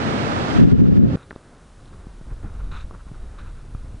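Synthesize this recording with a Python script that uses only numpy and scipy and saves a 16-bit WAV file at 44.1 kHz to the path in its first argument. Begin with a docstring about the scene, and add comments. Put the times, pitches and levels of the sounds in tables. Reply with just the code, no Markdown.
"""Snowstorm at night

On the open road, in stereo, wind roars in the trees; a gust buffets the microphone and the limiter ducks
the roar. Then a cut to mono, under the eaves of a building: a faint low rumble swells, air pops on the
microphone port and brief sprays of blown snow brush its housing, over far wind and a soft hiss."""
import sys
import numpy as np
from scipy import signal
from scipy.fft import rfft, irfft
from scipy.io import wavfile
from scipy.ndimage import uniform_filter1d, minimum_filter1d

SR = 44100
rng = np.random.default_rng(int(sys.argv[2]) if len(sys.argv) > 2 else 0)


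def materialize(psi):
    """Save the field psi as 16-bit PCM at rate SR to the path in sys.argv[1].

    A 1-D psi becomes a single channel; in a 2-D psi each row is a channel.
    """
    bounded = np.clip(np.atleast_2d(psi).T, -1, 1)
    quanta = np.round(bounded * 32767).astype(np.int16)
    wavfile.write(sys.argv[1], SR, quanta)


N = 176400

CUT_S, CUT_FADE_S = 1.159, 0.00012   # from the open road to the eaves
ROLL_OFF_DB_PER_OCTAVE = 33.5   # above the last row of every spectrum

# Storm in the trees, from the road:
# (frequency [Hz], relative density [dB], left minus right [dB], coherence [0-1], left phase lead [rad])
ROAR_SPECTRUM = [(25, -15, 13.5, 0.96, 4), (51, -11.5, 11, 0.6, 1), (94, 1.5, -0.5, 0.99, -0.03),
                 (247, 0, 1.5, 0.97, -1), (400, -5.5, 0.5, 0.57, 0.5), (614, -6, 0.5, 0.17, -1.4),
                 (1056, -8, -2.5, 0.77, -3), (1430, -9.5, -12, 0.58, -3), (2280, -18, -8, 0.02, -0.5),
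                 (3810, -22, -6, 0.59, -3.5), (5730, -30, -6, 0.22, -3), (8600, -40.5, 1.5, 0.2, -3)]
# Buffeting, nearly opposite in phase at the two microphone ports: columns as for the roar
BUFFET_SPECTRUM = [(25, -29, -1.5, 0.3, -6), (56, -13.5, -8, 0.52, -2.5), (95.7, -5.5, -2.5, 0.89, -2.5),
                   (147, 0, 0.5, 0.94, -3), (262, -2.5, 2, 0.95, -3.2), (332, -12, 3, 0.96, -3.5),
                   (439, -16.5, 3.5, 0.95, -3), (626, -30.5, 0.5, 0.99, -3)]
# Force of the gust on the ports: (time [s], level [dB])
GUST_LEVEL = [(0.5, -31), (0.54, -23), (0.6, -15), (0.7, -7), (0.77, -2), (0.84, 5), (0.95, -2.5),
              (1.04, 12.5), (1.07, -3), (1.125, -13), (1.14, -21), (1.16, -28)]
# Blasts within the gust: (time [s], length [s], level [dB])
GUST_BLASTS = [(0.556, 0.0088, -12.5), (0.586, 0.014, -3.5), (0.612, 0.043, 4.5), (0.672, 0.0063, 3),
               (0.72, 0.032, 7.5), (0.791, 0.0041, 4.5), (0.816, 0.0037, 13.5), (0.888, 0.0046, 11.5),
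               (0.92, 0.006, 6), (0.972, 0.03, 7.5)]
# Last push of the gust: (time [s], level [dB])
PUSH_LEVEL = [(0.9, -63), (1.0, -11.5), (1.06, -3), (1.125, -9.5), (1.15, -7.5), (1.16, -12.5)]
# Colour of that push: (frequency [Hz], relative density [dB])
PUSH_COLOUR = [(30, -16), (65, 0.5), (125, 0.5), (240, -2), (400, -15.5), (650, -26.5)]

# Rumble of the draught under the eaves: (time [s], level [dB])
RUMBLE_LEVEL = [(1.17, -61), (1.55, -52), (1.8, -45.5), (2.05, -40.5), (2.28, -38), (2.335, -27.5),
                (2.40, -40), (2.45, -30), (2.51, -35), (2.64, -25), (2.8, -33.5), (2.97, -39.5),
                (3.12, -38), (3.24, -30.5), (3.33, -39), (3.5, -33), (3.66, -39.5), (3.8, -32), (4.0, -39)]
# Colour of that rumble: (frequency [Hz], relative density [dB])
RUMBLE_COLOUR = [(10, 7.5), (22, -4.5), (32, 8.5), (48, 3), (75, -7), (120, -23), (250, -28), (600, -125)]
# Lighter flutter riding on the rumble: (time [s], level [dB])
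FLUTTER_CURVE = [(1.17, -49), (1.27, -55), (1.55, -59), (1.85, -47.5), (2.12, -51.5), (2.4, -45.5),
                 (2.6, -40), (2.8, -41.5), (2.95, -44.5), (3.3, -48.5), (3.65, -43.5), (3.82, -45.5),
                 (4.0, -43)]
# Colour of that flutter: (frequency [Hz], relative density [dB])
FLUTTER_COLOUR = [(30, -35), (70, 4), (115, 3.5), (180, -7.5), (300, -12), (600, -22.5), (1300, -30),
                  (2500, -46)]
# Separate puffs in the flutter: (centre time [s], length [s], level [dB])
FLUTTER_PUFFS = [(2.279, 0.047, -39.5), (2.321, 0.029, -35), (2.448, 0.044, -34), (2.572, 0.025, -44),
                 (2.66, 0.046, -41), (2.732, 0.03, -38), (2.965, 0.025, -47.5), (3.247, 0.035, -43),
                 (3.421, 0.05, -44), (3.483, 0.031, -43), (3.859, 0.048, -40)]
# Wind in the distance: (frequency [Hz], relative density [dB])
FAR_WIND_COLOUR = [(30, 1), (120, 3.5), (280, -1), (550, -4.5), (900, -9.5), (1400, -9.5), (2100, -19.5),
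                   (3000, -38)]
# Even hiss: (frequency [Hz], relative density [dB])
HISS_COLOUR = [(1500, 0), (3000, 1), (4000, -0.5), (6500, -3), (10000, -3)]
# Snow brushing the microphone: (time [s], length [s], level before tilt [dB], tilt [dB/octave])
SNOW_SPRAYS = [(1.155, 0.087, -53, -1.5), (1.868, 0.017, -60, 6), (1.925, 0.019, -49.5, -3),
               (2.284, 0.032, -53, -5), (2.42, 0.085, -54, -11), (2.54, 0.028, -51.5, -5),
               (2.588, 0.018, -44.5, -12), (2.706, 0.068, -43.5, 0), (2.759, 0.072, -48, 2),
               (2.931, 0.023, -47.5, -10), (2.985, 0.034, -52.5, -7), (3.068, 0.02, -48.5, -7),
               (3.134, 0.03, -54.5, -11), (3.376, 0.04, -44.5, -1.5), (3.418, 0.09, -53.5, -3),
               (3.555, 0.065, -55.5, -4)]
# Resonances of the microphone housing: (frequency [Hz], width [Hz], relative gain [dB])
HOUSING_MODES = [(1086, 610, 0.5), (1360, 450, 2.5), (2500, 680, -8), (3780, 610, -7), (5960, 3100, -24)]
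# Air on the port: (time [s], thump level [dB], thump pitch [Hz], click level [dB], click pitch [Hz])
AIR_POPS = [(1.171, -29, 300, -31, 1400), (1.3084, -30.5, 353, -22, 1730),
            (1.3133, -28.5, 400, -28.5, 1450), (1.328, -32, 220, -37, 1210),
            (1.3612, -24.5, 314, -35, 1260), (1.946, -36.5, 132, -56, 1200), (2.069, -27, 145, -44, 1210),
            (2.213, -29, 138, -60, 1200), (2.323, -33, 69.5, -51, 1320), (2.444, -24, 81, -48, 1300),
            (2.844, -23, 38, -62, 1200), (2.91, -31, 300, -30, 1160), (2.95, -39, 200, -35, 1140),
            (3.067, -33, 120, -43, 1300), (3.116, -26, 122, -52, 1210), (3.749, -22, 82, -32.5, 1270),
            (3.944, -27, 104, -55, 1200)]
# Single ice grains on the housing: (time [s], rough peak level [dB])
ICE_TICKS = [(1.231, -48.5), (1.304, -44), (1.356, -47), (1.857, -48), (1.878, -51)]


def from_db(db):
    """Decibels to gain."""
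    return 10 ** (np.asarray(db) / 20)


def rms_one(x):
    """Scale to rms 1."""
    return x / np.sqrt(np.mean(x ** 2) + 1e-20)


def seconds():
    """Time of every sample."""
    return np.arange(N) / SR


def bin_hz():
    """Frequency of every Fourier bin."""
    return np.arange(N // 2 + 1) * SR / N


def in_time(rows):
    """A control curve at every sample."""
    return np.interp(seconds(), *np.transpose(rows))


def by_frequency(rows):
    """The columns of a spectrum table at every Fourier bin; the level falls away above the last row."""
    hz, *columns = np.transpose(rows)
    octaves = np.log2(np.maximum(bin_hz(), 1))
    db, *others = [np.interp(octaves, np.log2(hz), column) for column in columns]
    return [db - ROLL_OFF_DB_PER_OCTAVE * np.maximum(octaves - np.log2(hz[-1]), 0), *others]


def white():
    """Spectrum of fresh white noise above 10 Hz."""
    return rfft(rng.standard_normal(N)) * (bin_hz() > 10)


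def drift(rate_hz):
    """Random wander, mostly slower than the rate; rms 1."""
    return rms_one(irfft(rfft(rng.standard_normal(N)) / (1 + (bin_hz() / rate_hz) ** 2), N))


def noise(colour):
    """Mono noise of the given colour, rms 1."""
    return rms_one(irfft(white() * from_db(by_frequency(colour)[0]), N))


def port_noise(spectrum):
    """Noise as the two microphone ports hear it: partly shared, shifted in phase; rms 1."""
    db, balance, coherence, lead = by_frequency(spectrum)
    coherence = np.clip(coherence, 0, 1)
    shared, ports = white(), []
    for side in (1, -1):   # left, right
        blend = np.sqrt(coherence) * shared + np.sqrt(1 - coherence) * white()
        ports.append(blend * from_db(db + side * balance / 2) * np.exp(.5j * side * lead))
    return rms_one(irfft(np.array(ports) / np.sqrt(from_db(balance) + from_db(-balance)), N))


def evened(x, window_s):
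    """Take out the chance swells that are slower than the window."""
    power = np.mean(np.atleast_2d(x) ** 2, axis=0)
    size = max(int(window_s * SR), 2)
    return x / np.sqrt(np.abs(uniform_filter1d(uniform_filter1d(power, size), size)) + 1e-9)


def resonance(x, hz, width_hz):
    """A steep-sided resonance with gain 1 on top."""
    radius = np.exp(-np.pi * width_hz / SR)
    b = (1 - radius ** 2) / 2 * np.array([1, 0, -1])
    a = [1, -2 * radius * np.cos(2 * np.pi * hz / SR), radius ** 2]
    return signal.lfilter(b, a, signal.lfilter(b, a, x + 1e-18))


def damped_sine(t, hz, cycles):
    """A sine that falls to 1/e in the given cycles; its envelope passes 1 a quarter cycle in."""
    return np.sin(2 * np.pi * hz * t) * np.exp((.25 - hz * t) / cycles)


def roar(level_db=-22.0, flutter_db=0.33):
    """Steady rush of the storm through bare trees, heard from the open road."""
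    return from_db(level_db + flutter_db * drift(rate_hz=30)) * port_noise(ROAR_SPECTRUM)


def buffeting(attack_s=.006, release_s=.009, flutter_db=1.5):
    """One strong gust beats right on the microphone ports, with short harder blasts inside it."""
    t, blasts = seconds(), 0
    for start, length, db in GUST_BLASTS:
        rise = np.clip((t - start) / attack_s + .5, 0, 1)
        fall = np.exp(-np.maximum(t - start - length, 0) / release_s)
        blasts += from_db(db) * rise * fall
    force = np.hypot(from_db(in_time(GUST_LEVEL)), blasts)
    eddies = from_db(flutter_db * drift(rate_hz=30))
    return force * eddies * evened(port_noise(BUFFET_SPECTRUM), window_s=0.016)


def limiter(x, ceiling_db=-1.0, attack_s=.007, release_db_per_s=85):
    """The recorder turns both channels down just ahead of a peak and recovers at a steady rate."""
    over_db = np.maximum(20 * np.log10(np.abs(x).max(axis=0) + 1e-9) - ceiling_db, 0)
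    recovery = release_db_per_s * seconds()
    gain_db = recovery - np.maximum.accumulate(over_db + recovery)
    size = int(attack_s * SR)
    return x * from_db(uniform_filter1d(minimum_filter1d(gain_db, size), size))


def push():
    """The end of the gust meets the microphone head-on and moves both ports together."""
    return from_db(in_time(PUSH_LEVEL)) * evened(noise(PUSH_COLOUR), window_s=0.012)


def draught(rough_db=4):
    """Sheltered wind on the port, under the eaves: a deep rumble and a lumpy flutter with puffs."""
    t = seconds()
    flutter = evened(noise(FLUTTER_COLOUR), window_s=0.019)
    lumps = from_db(in_time(FLUTTER_CURVE)) * rms_one(from_db(rough_db * drift(rate_hz=7.1)))
    puffs = sum(from_db(db) * np.exp(-(2 * (t - centre) / length) ** 2)
                for centre, length, db in FLUTTER_PUFFS)
    rumble = from_db(in_time(RUMBLE_LEVEL)) * evened(noise(RUMBLE_COLOUR), window_s=0.023)
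    return rumble + np.hypot(lumps, puffs) * flutter


def far_wind(wind_db=-52, waver_db=2.5, hiss_db=-61.5):
    """Distant wind that wavers a little, and an even hiss, heard from the shelter."""
    wind = from_db(wind_db + waver_db * drift(rate_hz=1.5)) * noise(FAR_WIND_COLOUR)
    return wind + from_db(hiss_db) * noise(HISS_COLOUR)


def sifting_gain(level_db=-66.5, follow=0.47, patchy_db=0.5):
    """A thin sifting of snow rises and falls with the draught under the eaves."""
    draught_db = in_time(RUMBLE_LEVEL)
    swing_db = draught_db - draught_db[seconds() > CUT_S].mean()
    return from_db(level_db + follow * swing_db - patchy_db * drift(rate_hz=12))


def snow_sprays(grains_per_s=3400, attack_s=0.014, release_s=0.03, pivot_hz=1300):
    """Dense snow grains ring the microphone housing: dull rustles and brighter rasps over the sifting."""
    t, flurries = seconds(), 0
    grains = rng.random(N) < grains_per_s / SR
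    ringing = np.array([from_db(db) * resonance(grains * rng.standard_normal(N), hz, width)
                        for hz, width, db in HOUSING_MODES])
    mode_octaves = np.log2(np.array(HOUSING_MODES)[:, :1] / pivot_hz)
    for start, length, db, tilt in SNOW_SPRAYS:
        rise = np.clip((t - start) / attack_s, 0, 1)
        fall = np.clip((start + length - t) / release_s + .5, 0, 1)
        flurries += from_db(db + tilt * mode_octaves) * rise * fall
    return np.sum(np.hypot(flurries, sifting_gain()) * ringing, axis=0) / np.std(ringing.sum(axis=0))


def air_pops(click_rise_s=0.00024):
    """Air pops right on the port: each a short suction thump with a click that blooms on its front."""
    track, t = np.zeros(N + SR), np.arange(SR // 10) / SR
    bloom = 1 - np.exp(-t / click_rise_s)
    for time_s, thump_db, thump_hz, click_db, click_hz in AIR_POPS:
        thump = from_db(thump_db) * damped_sine(t, thump_hz, cycles=0.26)
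        click = from_db(click_db) * bloom * damped_sine(t, click_hz, cycles=1.83)
        start = int(time_s * SR)
        track[start:start + len(t)] += click - thump
    return track[:N]


def ice_ticks(decay_s=0.0033):
    """Each ice grain skitters on the housing for a few milliseconds and rings a high resonance."""
    t = seconds()
    envelope = sum(from_db(db) * (t >= start) * np.exp(-np.abs(t - start) / decay_s)
                   for start, db in ICE_TICKS)
    ringing = rms_one(resonance(rng.standard_normal(N), hz=3570, width_hz=1100))
    return envelope * ringing / 2   # noise peaks at about twice its rms


def scene():
    """The open road in stereo, then a cut to the eaves in mono."""
    sheltered = np.clip((seconds() - CUT_S) / CUT_FADE_S + .5, 0, 1)
    open_road = limiter(roar() + buffeting() + push())
    eaves = draught() + far_wind() + snow_sprays() + air_pops() + ice_ticks()
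    return (1 - sheltered) * open_road + sheltered * eaves


def record(dry):
    """The recorder cuts the treble steeply."""
    cutoff_hz = 10500
    return signal.sosfilt(signal.ellip(12, .1, 80, cutoff_hz, fs=SR, output="sos"), dry)


dry = scene()
out = record(dry)
materialize(out)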